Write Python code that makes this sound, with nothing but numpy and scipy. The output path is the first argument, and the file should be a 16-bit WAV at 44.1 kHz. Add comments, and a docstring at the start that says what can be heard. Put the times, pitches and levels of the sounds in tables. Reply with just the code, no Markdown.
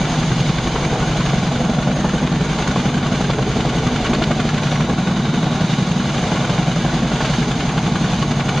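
"""A twin-rotor helicopter taxis across a concrete apron, some tens of metres from a small narrow-band camera.
From the start two rotors pass in turn, eleven blades a second each: deep harmonics, pulses and gated noise.
Turbines roar, hiss and whine as noise and wavering tones; gearboxes sing faintly. Slaps, bursts of torn air,
come early and crowd together from 4 to 4.8 s, among dull chops and ringing knocks. Near 1.5 and 5.8 s the
drone of the fifth harmonic sinks away; it is strongest at 7 s, and a last run of slaps comes after 8.2 s."""
import sys
import numpy as np
from scipy import signal
from scipy.fft import rfft, irfft, next_fast_len
from scipy.io import wavfile
from scipy.ndimage import uniform_filter1d

SR = 44100
rng = np.random.default_rng(int(sys.argv[2]) if len(sys.argv) > 2 else 0)


def master_out(mix):
    """Clip the mix to full scale and print it as 16-bit PCM to the path in sys.argv[1]."""
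    frames = np.transpose(np.atleast_2d(mix))
    ceiling = np.clip(frames, -1, 1)
    pcm = np.round(ceiling * 32767).astype(np.int16)
    wavfile.write(sys.argv[1], SR, pcm)


N = 379260
TIME = np.arange(N) / SR
FIRST_PASS_S, PASS_S = .0497, .0889   # first rear blade pass; time from one pass to the next

# noise spectrum of the blades' thump: [f/Hz, relative level/dB]
THUMP_SPECTRUM = [(60, -28), (85, -21), (110, -18.5), (140, 4.5), (190, 1), (245, -2.5), (290, -22),
                  (450, -22.5)]
# noise spectrum of the chop from large eddies: [f/Hz, relative level/dB]
CHOP_SPECTRUM = [(200, -23), (320, 5.5), (450, -6.5), (750, 0), (1000, -17.5), (1700, -20.5)]
# noise spectrum of the swish from small eddies: [f/Hz, relative level/dB]
SWISH_SPECTRUM = [(600, -19.5), (1050, 5), (1500, 6.5), (1900, -1.5), (3000, 0), (4000, -6.5), (5000, -13),
                  (7000, -11), (8000, -19)]
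# each sound comes from its own part of the blade's sweep, which shifts as the aircraft turns:
# [t/s, rear thump lateness/passes, rear swish lateness/passes, front swish lateness/passes]
BLADE_LATENESS = [(0, 0.084, 0.057, .03), (.6, 0.04, .02, 0.032), (2, 0.0079, 0.016, -0.012),
                  (3.1, -0.018, -.035, -0.02), (3.7, -0.015, 0.036, 0.008), (4.4, -0.019, 0.0037, 0.00086),
                  (4.8, -0.022, -.02, -0.07), (5.6, -0.048, -0.0012, -0.02), (7.1, -0.047, 0.02, -0.072),
                  (8.6, -0.076, -0.07, -.03)]


def from_db(db):
    """Decibels to gain."""
    return 10 ** (np.asarray(db) / 20)


def rms_one(x):
    """Scale to unit power."""
    return x / np.sqrt(np.mean(np.abs(x) ** 2) + 1e-20)


def in_time(rows):
    """The columns of a curve table at every sample."""
    s, *columns = np.transpose(rows)
    return [np.interp(TIME, s, column) for column in columns]


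def at_hz(points, hz):
    """Gain of a spectrum table, joined on a log-frequency axis."""
    f, db = np.transpose(points)
    return from_db(np.interp(np.log(hz), np.log(f), db))


def band_pass(x, low_hz, high_hz):
    """Keep one band with gentle skirts."""
    return signal.sosfilt(signal.butter(2, [low_hz, high_hz], "band", fs=SR, output="sos"), x)


def boost(x, hz, width_hz, gain):
    """A resonance brings the band round hz to the given gain and leaves the rest alone."""
    return x + (gain - 1) * signal.lfilter(*signal.iirpeak(hz, hz / width_hz, fs=SR), x)


def drift(rate_hz):
    """Smooth random wander with spread 1: noise through two equal low-pass poles, made every 40 samples."""
    step = 40
    pole = np.exp(-2 * np.pi * rate_hz * step / SR)
    settling = 2000
    noise = rng.standard_normal(N // step + settling + 2)
    slow = signal.lfilter([1], [1, -2 * pole, pole * pole], noise)[settling:]
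    return np.interp(np.arange(N) / step, np.arange(len(slow)), rms_one(slow))


def wavering_tone(hz, spread_hz):
    """A tone scattered by moving air into a narrow band; rms 1."""
    turn = 2 * np.pi * np.cumsum(hz * np.ones(N)) / SR
    return drift(spread_hz) * np.cos(turn) + drift(spread_hz) * np.sin(turn)


def turbulence(spectrum, memory=0, memory_hz=300):
    """Stereo noise, rms 1; large eddies outlive a blade pass, so lows partly repeat where memory is set."""
    # stereo width: [f/Hz, side against mid/dB]
    stereo_width = [(50, -23.5), (140, -32), (250, -28.5), (500, -27.5), (1000, -22), (2000, -11.5),
                    (4000, -9), (7000, -2.5)]
    size = next_fast_len(N)
    hz = np.maximum(np.arange(size // 2 + 1) * SR / size, 1)
    lowest_hz, highest_hz = spectrum[0][0], spectrum[-1][0]
    skirts = 1 / (1 + (hz / (2 * highest_hz)) ** 4) / (1 + (lowest_hz / (2 * hz)) ** 4)
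    kept = np.clip(memory, 0, .9) / (1 + (hz / memory_hz) ** 4)
    repeats = np.sqrt(1 - kept ** 2) / (1 - kept * np.exp(-2j * np.pi * hz * PASS_S))
    mid, side = rfft(rng.standard_normal((2, size))) * at_hz(spectrum, hz) * skirts * repeats
    side = side * at_hz(stereo_width, hz)
    return rms_one(irfft(np.array([mid + side, mid - side]), size)[:, :N])


def steady(x):
    """Even out the level over two blade passes; rms near 1."""
    power = uniform_filter1d(np.mean(x ** 2, axis=0), int(2 * PASS_S * SR))
    return x / np.sqrt(power + 1e-12)


def ground_echo(x, delay_s, wander_s, share):
    """The concrete returns a copy whose wandering delay, from blades and wind, recolours each beat."""
    late = TIME - delay_s - wander_s * drift(4.8)
    echo = np.array([np.interp(late, TIME, ear) for ear in x])
    return (x + share * echo) / np.hypot(1, share)


def blade_gate(passes, rise, fall):
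    """Swell and decay around each blade pass; rise and fall are shares of one pass."""
    after = passes % 1
    return np.maximum(np.exp(-after / fall), np.exp(-((1 - after) / rise) ** 2))


def blade_pulses(passes, low_hz, high_hz, scatter_db):
    """One short pressure pulse per blade, each of its own strength; peak near 1."""
    clicks = np.diff(np.floor(passes), prepend=np.floor(passes[0]))
    pulses = band_pass(clicks + 1e-18, low_hz, high_hz)
    return pulses / np.abs(pulses).max() * from_db(scatter_db * drift(10.6))


def torn_air(spectrum, level_db, gate, crackle_db):
    """Gated noise: vortices break up unevenly along the blade and crackle, while the beats stay even."""
    uneven = drift(160)
    crackle = from_db(crackle_db * (uneven - uniform_filter1d(uneven, size=SR // 60)))
    return from_db(level_db) * gate * crackle * turbulence(spectrum)


def swell(s, swell_s):
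    """The samples that a blow near s covers, and its envelope: a quick swell to a peak just before s and a
    slower decay."""
    age = np.arange(SR // 12) / SR / swell_s   # in swell times; the envelope is 1 at one swell time and peaks a little earlier, at two thirds
    # the envelope sets out from zero one swell time ahead of s
    span = int((s - swell_s) * SR) + np.arange(len(age))
    # at the peak the rise and the decay balance only roughly
    return span, np.sqrt(age) * np.exp(.75 * (1 - age))


def torn_burst(s, db, swell_s, low_hz, high_hz):
    """A few milliseconds of torn air in one band; db is its level near the top of the swell."""
    out, (span, shape) = np.zeros(N), swell(s, swell_s)
    noise = band_pass(rng.standard_normal(2 * len(span)), low_hz, high_hz)
    settled = noise[len(span):]
    out[span] = from_db(db) * rms_one(shape * settled) * np.sqrt(np.mean(shape ** 2))
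    return out


def gearboxes():
    """Meshing teeth sing faint tones, each smeared into a narrow band."""
    # gear mesh tones: [f/Hz, spread/Hz, level/dB]
    mesh_tones = [(1447, 11.5, -47), (1784, 3.4, -47)]
    return sum(from_db(db) * wavering_tone(hz, spread) for hz, spread, db in mesh_tones)


def beams():
    """Narrow sounds that leave the aircraft in one direction swell as they sweep past the microphone."""
    # tones and narrow noise as the aircraft turns: [t/s, half length/s, f/Hz, spread/Hz, level/dB]
    beam_table = [(2.1, 0.34, 1785, 5.3, -35), (3.7, 0.67, 436.6, 34, -36), (4.198, 0.54, 247.4, 20, -26.5),
                  (5.4, 0.97, 3800, 170, -37), (4.197, 0.55, 1530, 61, -45), (4.72, 0.14, 5830, 98, -42)]
    out = np.zeros(N)
    for s, length, hz, spread, db in beam_table:
        sweep = np.exp(-((TIME - s) / length) ** 2)
        out += from_db(db) * sweep * wavering_tone(hz, spread)
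    return out


def turbines(passes):
    """Exhaust and downwash roar; intake hiss and compressor whine flutter in the air from the blades."""
    # exhaust and downwash spectrum: [f/Hz, relative level/dB]
    roar_spectrum = [(25, -30), (60, -5), (80, -14), (110, -5), (140, 4), (190, -5.5), (245, -3.5),
                     (290, -8.5), (500, -18), (760, -12), (1000, -17.5), (1500, -25), (2200, -27),
                     (5000, -40)]
    # intake spectrum: [f/Hz, relative level/dB]
    hiss_spectrum = [(1000, 1), (2200, 1.5), (3500, 4.5), (4500, -1.5), (5800, -3.5), (6900, -5),
                     (7500, -9.5), (8000, -16.5)]
    # intake hiss ahead of trim and flutter: [t/s, level/dB]
    hiss_level = [(0.0, -30.5), (0.3, -31), (1.5, -31), (1.6, -32), (4.6, -34), (4.7, -31.5), (4.9, -35.5),
                  (5.5, -31), (7.1, -32), (7.3, -30.5), (8.6, -34)]
    # compressor tone ahead of trim and flutter: [t/s, f/Hz, level/dB]
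    whine_curve = [(0, 6509, -42), (1.4, 6503, -43), (2.4, 6486, -44), (3.3, 6468, -45), (4.5, 6470, -48),
                   (5.3, 6472, -47), (6, 6474, -44), (7.3, 6480, -45), (8.6, 6465, -44)]
    roar = from_db(-20.5) * steady(turbulence(roar_spectrum, memory=0.63, memory_hz=377))
    flutter = 1.063 + 0.47 * blade_gate(passes - .62, rise=0.14, fall=0.69)

    hiss_gain = from_db(in_time(hiss_level)[0] + 0.7 + 1.23 * drift(2.8))
    hiss = hiss_gain * ground_echo(turbulence(hiss_spectrum), delay_s=0.001408, wander_s=0.00011, share=0.21)

    whine_hz, whine_db = in_time(whine_curve)
    scattered = np.array([wavering_tone(whine_hz, spread_hz=39) for ear in range(2)])
    common = wavering_tone(whine_hz, spread_hz=40)
    whine = from_db(whine_db + 1.0) * rms_one(0.6 * scattered + common)
    to_the_right = from_db([[-.55], [.55]])   # hiss and whine sit a little to the right
    return roar + flutter * (hiss + whine) * to_the_right


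def thrum(passes):
    """Low harmonics of the blade rate add up to one throb per pass; the fifth stands out as a drone."""
    # the low throb: [multiple of the blade rate, relative level/dB]
    harmonics = [(1, -18), (2, 4.5), (3, -2), (4, 7), (6, -7)]
    # low throb ahead of trim: [t/s, level/dB]
    throb_level = [(0.0, -30), (3.6, -35), (4.2, -30), (4.8, -40), (5.7, -36), (6.4, -36.5), (8.6, -35.0)]
    # drone at five times the blade rate, ahead of trim: [t/s, level/dB]
    drone_level = [(0.0, -28), (1.1, -29), (1.5, -45), (1.8, -27), (3.1, -27), (4.9, -26), (5.8, -53),
                   (6.3, -36), (7.0, -23), (8.6, -33)]
    lead = 0.16   # in passes: the low pressure wave leads the rear blade's swish
    turn = 2 * np.pi * (passes + lead)
    throb = rms_one(sum(from_db(db + .7 * drift(1.5)) * np.cos(round(k) * turn) for k, db in harmonics))
    throb_gain = from_db(in_time(throb_level)[0] - 1.5)
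    drone_gain = from_db(in_time(drone_level)[0] - 3.5)
    return throb_gain * throb + drone_gain * np.cos(5 * turn)


def front_rotor(passes, ordinary):
    """These blades pass in between the rear ones, with a broader, duller beat."""
    # weight of the front thump: [t/s, relative level/dB]
    thump_weight = [(0.0, -2.5), (0.8, -9.5), (1.3, 0), (2.2, -0.5), (3.8, -3.5), (4.5, -2), (5.1, -2),
                    (6.4, -4.5), (6.9, 2.5), (7.7, -6.5), (8.6, -0.5)]
    # roughness of the air at the front blades: [t/s, relative chop level/dB, relative swish level/dB]
    wake_roughness = [(0.0, 0, -5), (0.5, -7.5, -15), (1.2, 0.5, 0.5), (2.0, 3.5, -4.5), (2.6, -1, 2.5),
                      (3.3, 0, 0), (3.5, 0, -9), (4.35, -1, -17), (4.55, -2, 2), (4.8, 3.5, 4.5),
                      (5.05, 0, 0.5), (5.9, -2, -2), (6.4, 2.5, -2), (7.25, -0.5, 1.5), (7.6, -8, -19),
                      (8.6, -6, -8)]
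    thump_db = in_time(thump_weight)[0]
    chop_db, swish_db = in_time(wake_roughness)
    *_, swish_late = in_time(BLADE_LATENESS)

    body_noise = turbulence(THUMP_SPECTRUM, memory=0.8, memory_hz=363)
    body = from_db(-20) * steady(blade_gate(passes - .58, rise=0.16, fall=0.42) * body_noise)
    pulse = from_db(-13.5) * blade_pulses(passes - .52, low_hz=125, high_hz=229, scatter_db=2.5)

    chop_gate = blade_gate(passes - .57, rise=0.18, fall=0.4)
    chop = torn_air(CHOP_SPECTRUM, -23.5 + chop_db, chop_gate, crackle_db=2)
    swish_gate = blade_gate(passes - .6 - swish_late, rise=0.082, fall=0.25)
    swish = torn_air(SWISH_SPECTRUM, -27 + swish_db, swish_gate, crackle_db=2.8)
    rough_air = ground_echo(chop + swish, delay_s=0.001798, wander_s=0.000362, share=0.44)
    return ordinary * from_db(thump_db) * (body + pulse) + rough_air


def rear_rotor(passes, ordinary):
    """Blades working in the front rotor's wake: a short thump and a bright swish."""
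    # weight of the rear thump: [t/s, relative level/dB]
    thump_weight = [(0.0, -15.5), (0.3, 5.5), (1.2, -6.5), (1.6, -1), (3.3, -9), (3.9, -3), (4.7, -2),
                    (5.0, 3.5), (6.2, 0.5), (7.3, -9.5), (8.0, 4.5), (8.6, -1)]
    # roughness of the air at the rear blades: [t/s, relative chop level/dB, relative swish level/dB]
    wake_roughness = [(0.0, -0.5, -2), (.7, 3.5, -3), (1.25, -0.5, -1), (1.7, -1, -1.5), (2.6, -1, -1.5),
                      (3.2, -2, -0.5), (3.7, -8, -1.5), (4.2, 7.5, 4.5), (4.7, -11, -1.5), (4.95, -15, -7),
                      (5.5, 3.5, -4), (6.1, -2.5, -0.5), (7.1, -1, -2), (7.3, 2.5, 2.5), (7.8, 2.5, -1),
                      (8.6, 1, 1.5)]
    thump_db = in_time(thump_weight)[0]
    chop_db, swish_db = in_time(wake_roughness)
    thump_late, swish_late, _ = in_time(BLADE_LATENESS)

    body_noise = turbulence(THUMP_SPECTRUM, memory=0.47, memory_hz=350)
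    body = from_db(-26) * steady(blade_gate(passes - thump_late, rise=0.043, fall=0.2) * body_noise)
    pulse_passes = passes + 0.031 - thump_late
    pulse = -from_db(-16.5) * blade_pulses(pulse_passes, low_hz=121.0, high_hz=214, scatter_db=2.5)

    chop_gate = blade_gate(passes + 0.08, rise=0.11, fall=0.47)
    chop = torn_air(CHOP_SPECTRUM, -28.5 + chop_db, chop_gate, crackle_db=4.5)
    edge = blade_gate(passes - swish_late, rise=0.052, fall=0.076)
    wake = blade_gate(passes - swish_late, rise=0.12, fall=0.29)
    swish = torn_air(SWISH_SPECTRUM, -24 + swish_db, 0.51 * edge + .7 * wake, crackle_db=1.5)
    rough_air = ground_echo(chop + swish, delay_s=.0027, wander_s=0.000293, share=0.59)
    return ordinary * from_db(thump_db) * (body + pulse) + rough_air


def lobes(x):
    """Bands of the rotor and turbine sound swell or sink as the aircraft turns."""
    # bands beamed towards or past the microphone: [t/s, half length/s, f/Hz, width/Hz, change/dB]
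    lobe_table = [(0.47, 0.32, 130, 32, 3.5), (.8, 1.0, 510, 70, 3.5), (3.45, 1.2, 416, 120, 3),
                  (5.7, 1.3, 196, 43, 1.5), (7.1, 1.4, 110, 32, -1), (3.8, 0.88, 960, 270, -1.5),
                  (3.5, .8, 96, 21, 6.5), (0.84, 0.51, 249, 50, -3), (.3, .9, 97, 22, -5)]
    for s, length, hz, width, db in lobe_table:
        x = boost(x, hz, width, from_db(db * np.exp(-((TIME - s) / length) ** 2)))
    return x


def chops(spread):
    """A blade tears through a patch of rough air with a dull, full burst, over an octave wide."""
    # chops: [t/s, level/dB, swell/s, centre f/Hz]
    chop_table = [(.76, -19, 0.0033, 785), (.958, -21, .003, 700), (1.335, -22.5, .005, 600),
                  (1.699, -23, 0.0033, 650), (1.874, -18.5, 0.0032, 650), (2.047, -16, 0.0054, 670),
                  (2.136, -17, 0.0013, 630), (2.761, -16.5, .003, 730), (3.21, -22, .004, 600),
                  (3.301, -20, .005, 730), (3.388, -15, 0.0035, 600), (3.571, -30, .005, 550),
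                  (3.654, -19.5, .005, 486), (4.134, -13.5, 0.00217, 616), (4.311, -15, 0.0032, 530),
                  (4.812, -24, 0.0068, 570), (6.32, -26, .006, 680), (6.849, -23, 0.0034, 700),
                  (7.12, -19, .003, 535), (7.209, -17, 0.00457, 654)]
    return sum(torn_burst(s, db, swell_s, hz / (1 + spread), hz * (1 + spread))
               for s, db, swell_s, hz in chop_table)


def knocks():
    """Blades meet large eddies and ring for a few cycles; also returns the share of ordinary thump left."""
    # knocks ahead of the low cut: [t/s, level/dB, swell/s, ring f/Hz]
    knock_table = [(.242, -8.5, .005, 177), (.322, -9, .005, 152), (.499, -7.5, .003, 171),
                   (.588, -8.5, .0025, 159), (.677, -8, .0025, 179), (.863, -10, .003, 163),
                   (1.433, -9, .003, 176), (1.564, -6.5, .0025, 184), (2.365, -8, .005, 162),
                   (2.413, -6.5, .005, 176), (2.508, -7.5, .0025, 176), (2.699, -9, .0035, 210),
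                   (2.786, -8.5, .0025, 171), (2.859, -7.5, .003, 162), (3.43, -8.5, .0025, 177),
                   (4.82, -8.5, .003, 170), (4.85, -7.5, .0025, 188), (4.939, -7.5, .003, 199),
                   (5.113, -6.5, .0035, 178), (5.204, -7.5, .003, 163), (5.291, -9, .005, 160),
                   (5.381, -7.5, .0025, 179), (5.619, -7.5, .004, 151), (5.823, -6.5, .004, 155),
                   (6.006, -9, .003, 172), (6.077, -8.5, .0025, 165), (6.585, -9, .003, 181),
                   (6.852, -7.5, .003, 189), (6.94, -9.5, .003, 198), (7.031, -8.5, .003, 199),
                   (7.307, -9.5, .004, 159), (7.386, -8.5, .0025, 199), (8.016, -8.5, .0025, 181)]
    out, ordinary = np.zeros(N), np.ones(N)
    for s, db, swell_s, hz in knock_table:
        span, shape = swell(s, swell_s)
        out[span] += from_db(db) * shape * np.cos(2 * np.pi * hz * (TIME[span] - s))
        ordinary[span] *= np.maximum(1 - shape, 0)
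    return signal.sosfilt(signal.butter(2, 60, "high", fs=SR, output="sos"), out), ordinary


def slaps(low_hz, dull_hz, level_db):
    """Blades cut tip vortices in bright bursts of their own length; distance takes the snap off them."""
    # slaps ahead of trim and dulling: [t/s, level/dB, swell/s, top f/Hz]
    slap_table = [(.405, -22, 0.0038, 4200), (.495, -20, .004, 4600), (.585, -22, 0.0037, 4300),
                  (.674, -21.5, .003, 4400), (1.213, -25, 0.0036, 3000), (1.263, -22, .003, 4000),
                  (1.298, -23, 0.0033, 3000), (1.335, -23, .001, 3500), (2.275, -19.5, .0015, 3500),
                  (3.029, -24, .0015, 3500), (3.305, -20, .004, 4000), (3.425, -26, 0.0017, 3500),
                  (3.609, -23, 0.0044, 4200), (4.046, -31, 0.0037, 3200), (4.066, -20, 0.0061, 4300),
                  (4.135, -19, .002, 3200), (4.151, -19, 0.0034, 4000), (4.223, -22, .0018, 3300),
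                  (4.24, -15, 0.0023, 4800), (4.315, -20.5, 0.00357, 2800), (4.4, -17.5, .0015, 2920),
                  (4.491, -19, 0.00246, 3800), (4.58, -22, .003, 3300), (4.67, -20, 0.00118, 3500),
                  (4.758, -22, 0.0024, 3000), (5.739, -19, 0.0021, 3800), (6.581, -16.5, 0.00071, 3500),
                  (7.21, -22.5, .004, 2200), (7.253, -22, 0.0043, 4000), (7.517, -28, 0.0034, 3600),
                  (7.607, -33, .005, 3300), (8.227, -19, .0025, 4200), (8.318, -23, 0.0029, 4200),
                  (8.407, -19.5, 0.0026, 4200), (8.494, -22, 0.0043, 4000)]
    bursts = sum(torn_burst(s, db + level_db, swell_s, low_hz, top_hz)
                 for s, db, swell_s, top_hz in slap_table)
    return signal.sosfilt(signal.butter(4, dull_hz, fs=SR, output="sos"), bursts)


def scene():
    """Both rotors are geared together, so one blade count drives them and the turbines' flutter."""
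    # rotor speed: [t/s, blade passes of one rotor/Hz]
    blade_rate = [(0, 11.265), (3, 11.247), (8.6, 11.24)]
    passes = np.cumsum(in_time(blade_rate)[0]) / SR - FIRST_PASS_S / PASS_S
    knocking, ordinary = knocks()
    rotors = thrum(passes) + front_rotor(passes, ordinary) + rear_rotor(passes, ordinary)
    blows = chops(spread=.5) + knocking + slaps(low_hz=950, dull_hz=5000, level_db=-.9)
    return gearboxes() + beams() + lobes(turbines(passes) + rotors) + blows


def gain_control(x):
    """The camera eases its gain down after heavy beats and up again in the lulls."""
    resting_db, memory_s = -17.5, 0.086
    share = 0.67   # of each level swing in dB, taken back
    keep = np.exp(-1 / (memory_s * SR))
    relative_power = np.mean(x ** 2, axis=0) / from_db(resting_db) ** 2
    power, _ = signal.lfilter([1 - keep], [1, -keep], relative_power, zi=[keep])
    return x / np.sqrt(power) ** share


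def record(dry):
    """Ripple, notches and gain control shape the sound; low-rate sampling mirrors a faint copy on top."""
    # ripple from the ground reflection and the camera body: [f/Hz, width/Hz, change/dB]
    ripple = [(214.2, 26.3, -10), (226, 56, 5), (274, 40, -7.5), (366, 26, -9.5), (453, 30, 4.5),
              (473.3, 20, -16), (502.5, 28, 4), (535, 19, -10.5), (678, 32, -2.5), (1109, 40, 4),
              (1280, 73, -3), (1460, 55, 2), (1815, 104, -5.5), (2307, 91, 2.5), (2623, 320, -4),
              (2980, 120, 1.5), (3244, 185, -4.5), (3540, 200, 1.5), (3630, 75, -3)]
    # narrow notches in the camera's sound: [f/Hz, width/Hz]
    notches = [(5430, 360), (7915, 77)]
    camera_rate_hz, smoothing_hz, cutoff_hz = 16000, 7200, 12700
    x = dry
    for hz, width, db in ripple:
        x = boost(x, hz, width, from_db(db))
    for hz, width in notches:
        x = signal.lfilter(*signal.iirnotch(hz, hz / width, fs=SR), x)
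    x = gain_control(x)
    x = signal.sosfilt(signal.ellip(16, .2, 70, camera_rate_hz / 2, fs=SR, output="sos"), x)
    x = x * (1 + 2 * np.cos(2 * np.pi * camera_rate_hz * TIME))   # mirror images round the camera's rate
    x = signal.sosfilt(signal.butter(6, smoothing_hz, fs=SR, output="sos"), x)
    return signal.sosfilt(signal.ellip(8, .2, 70, cutoff_hz, fs=SR, output="sos"), x)


dry = scene()
out = record(dry)
master_out(out)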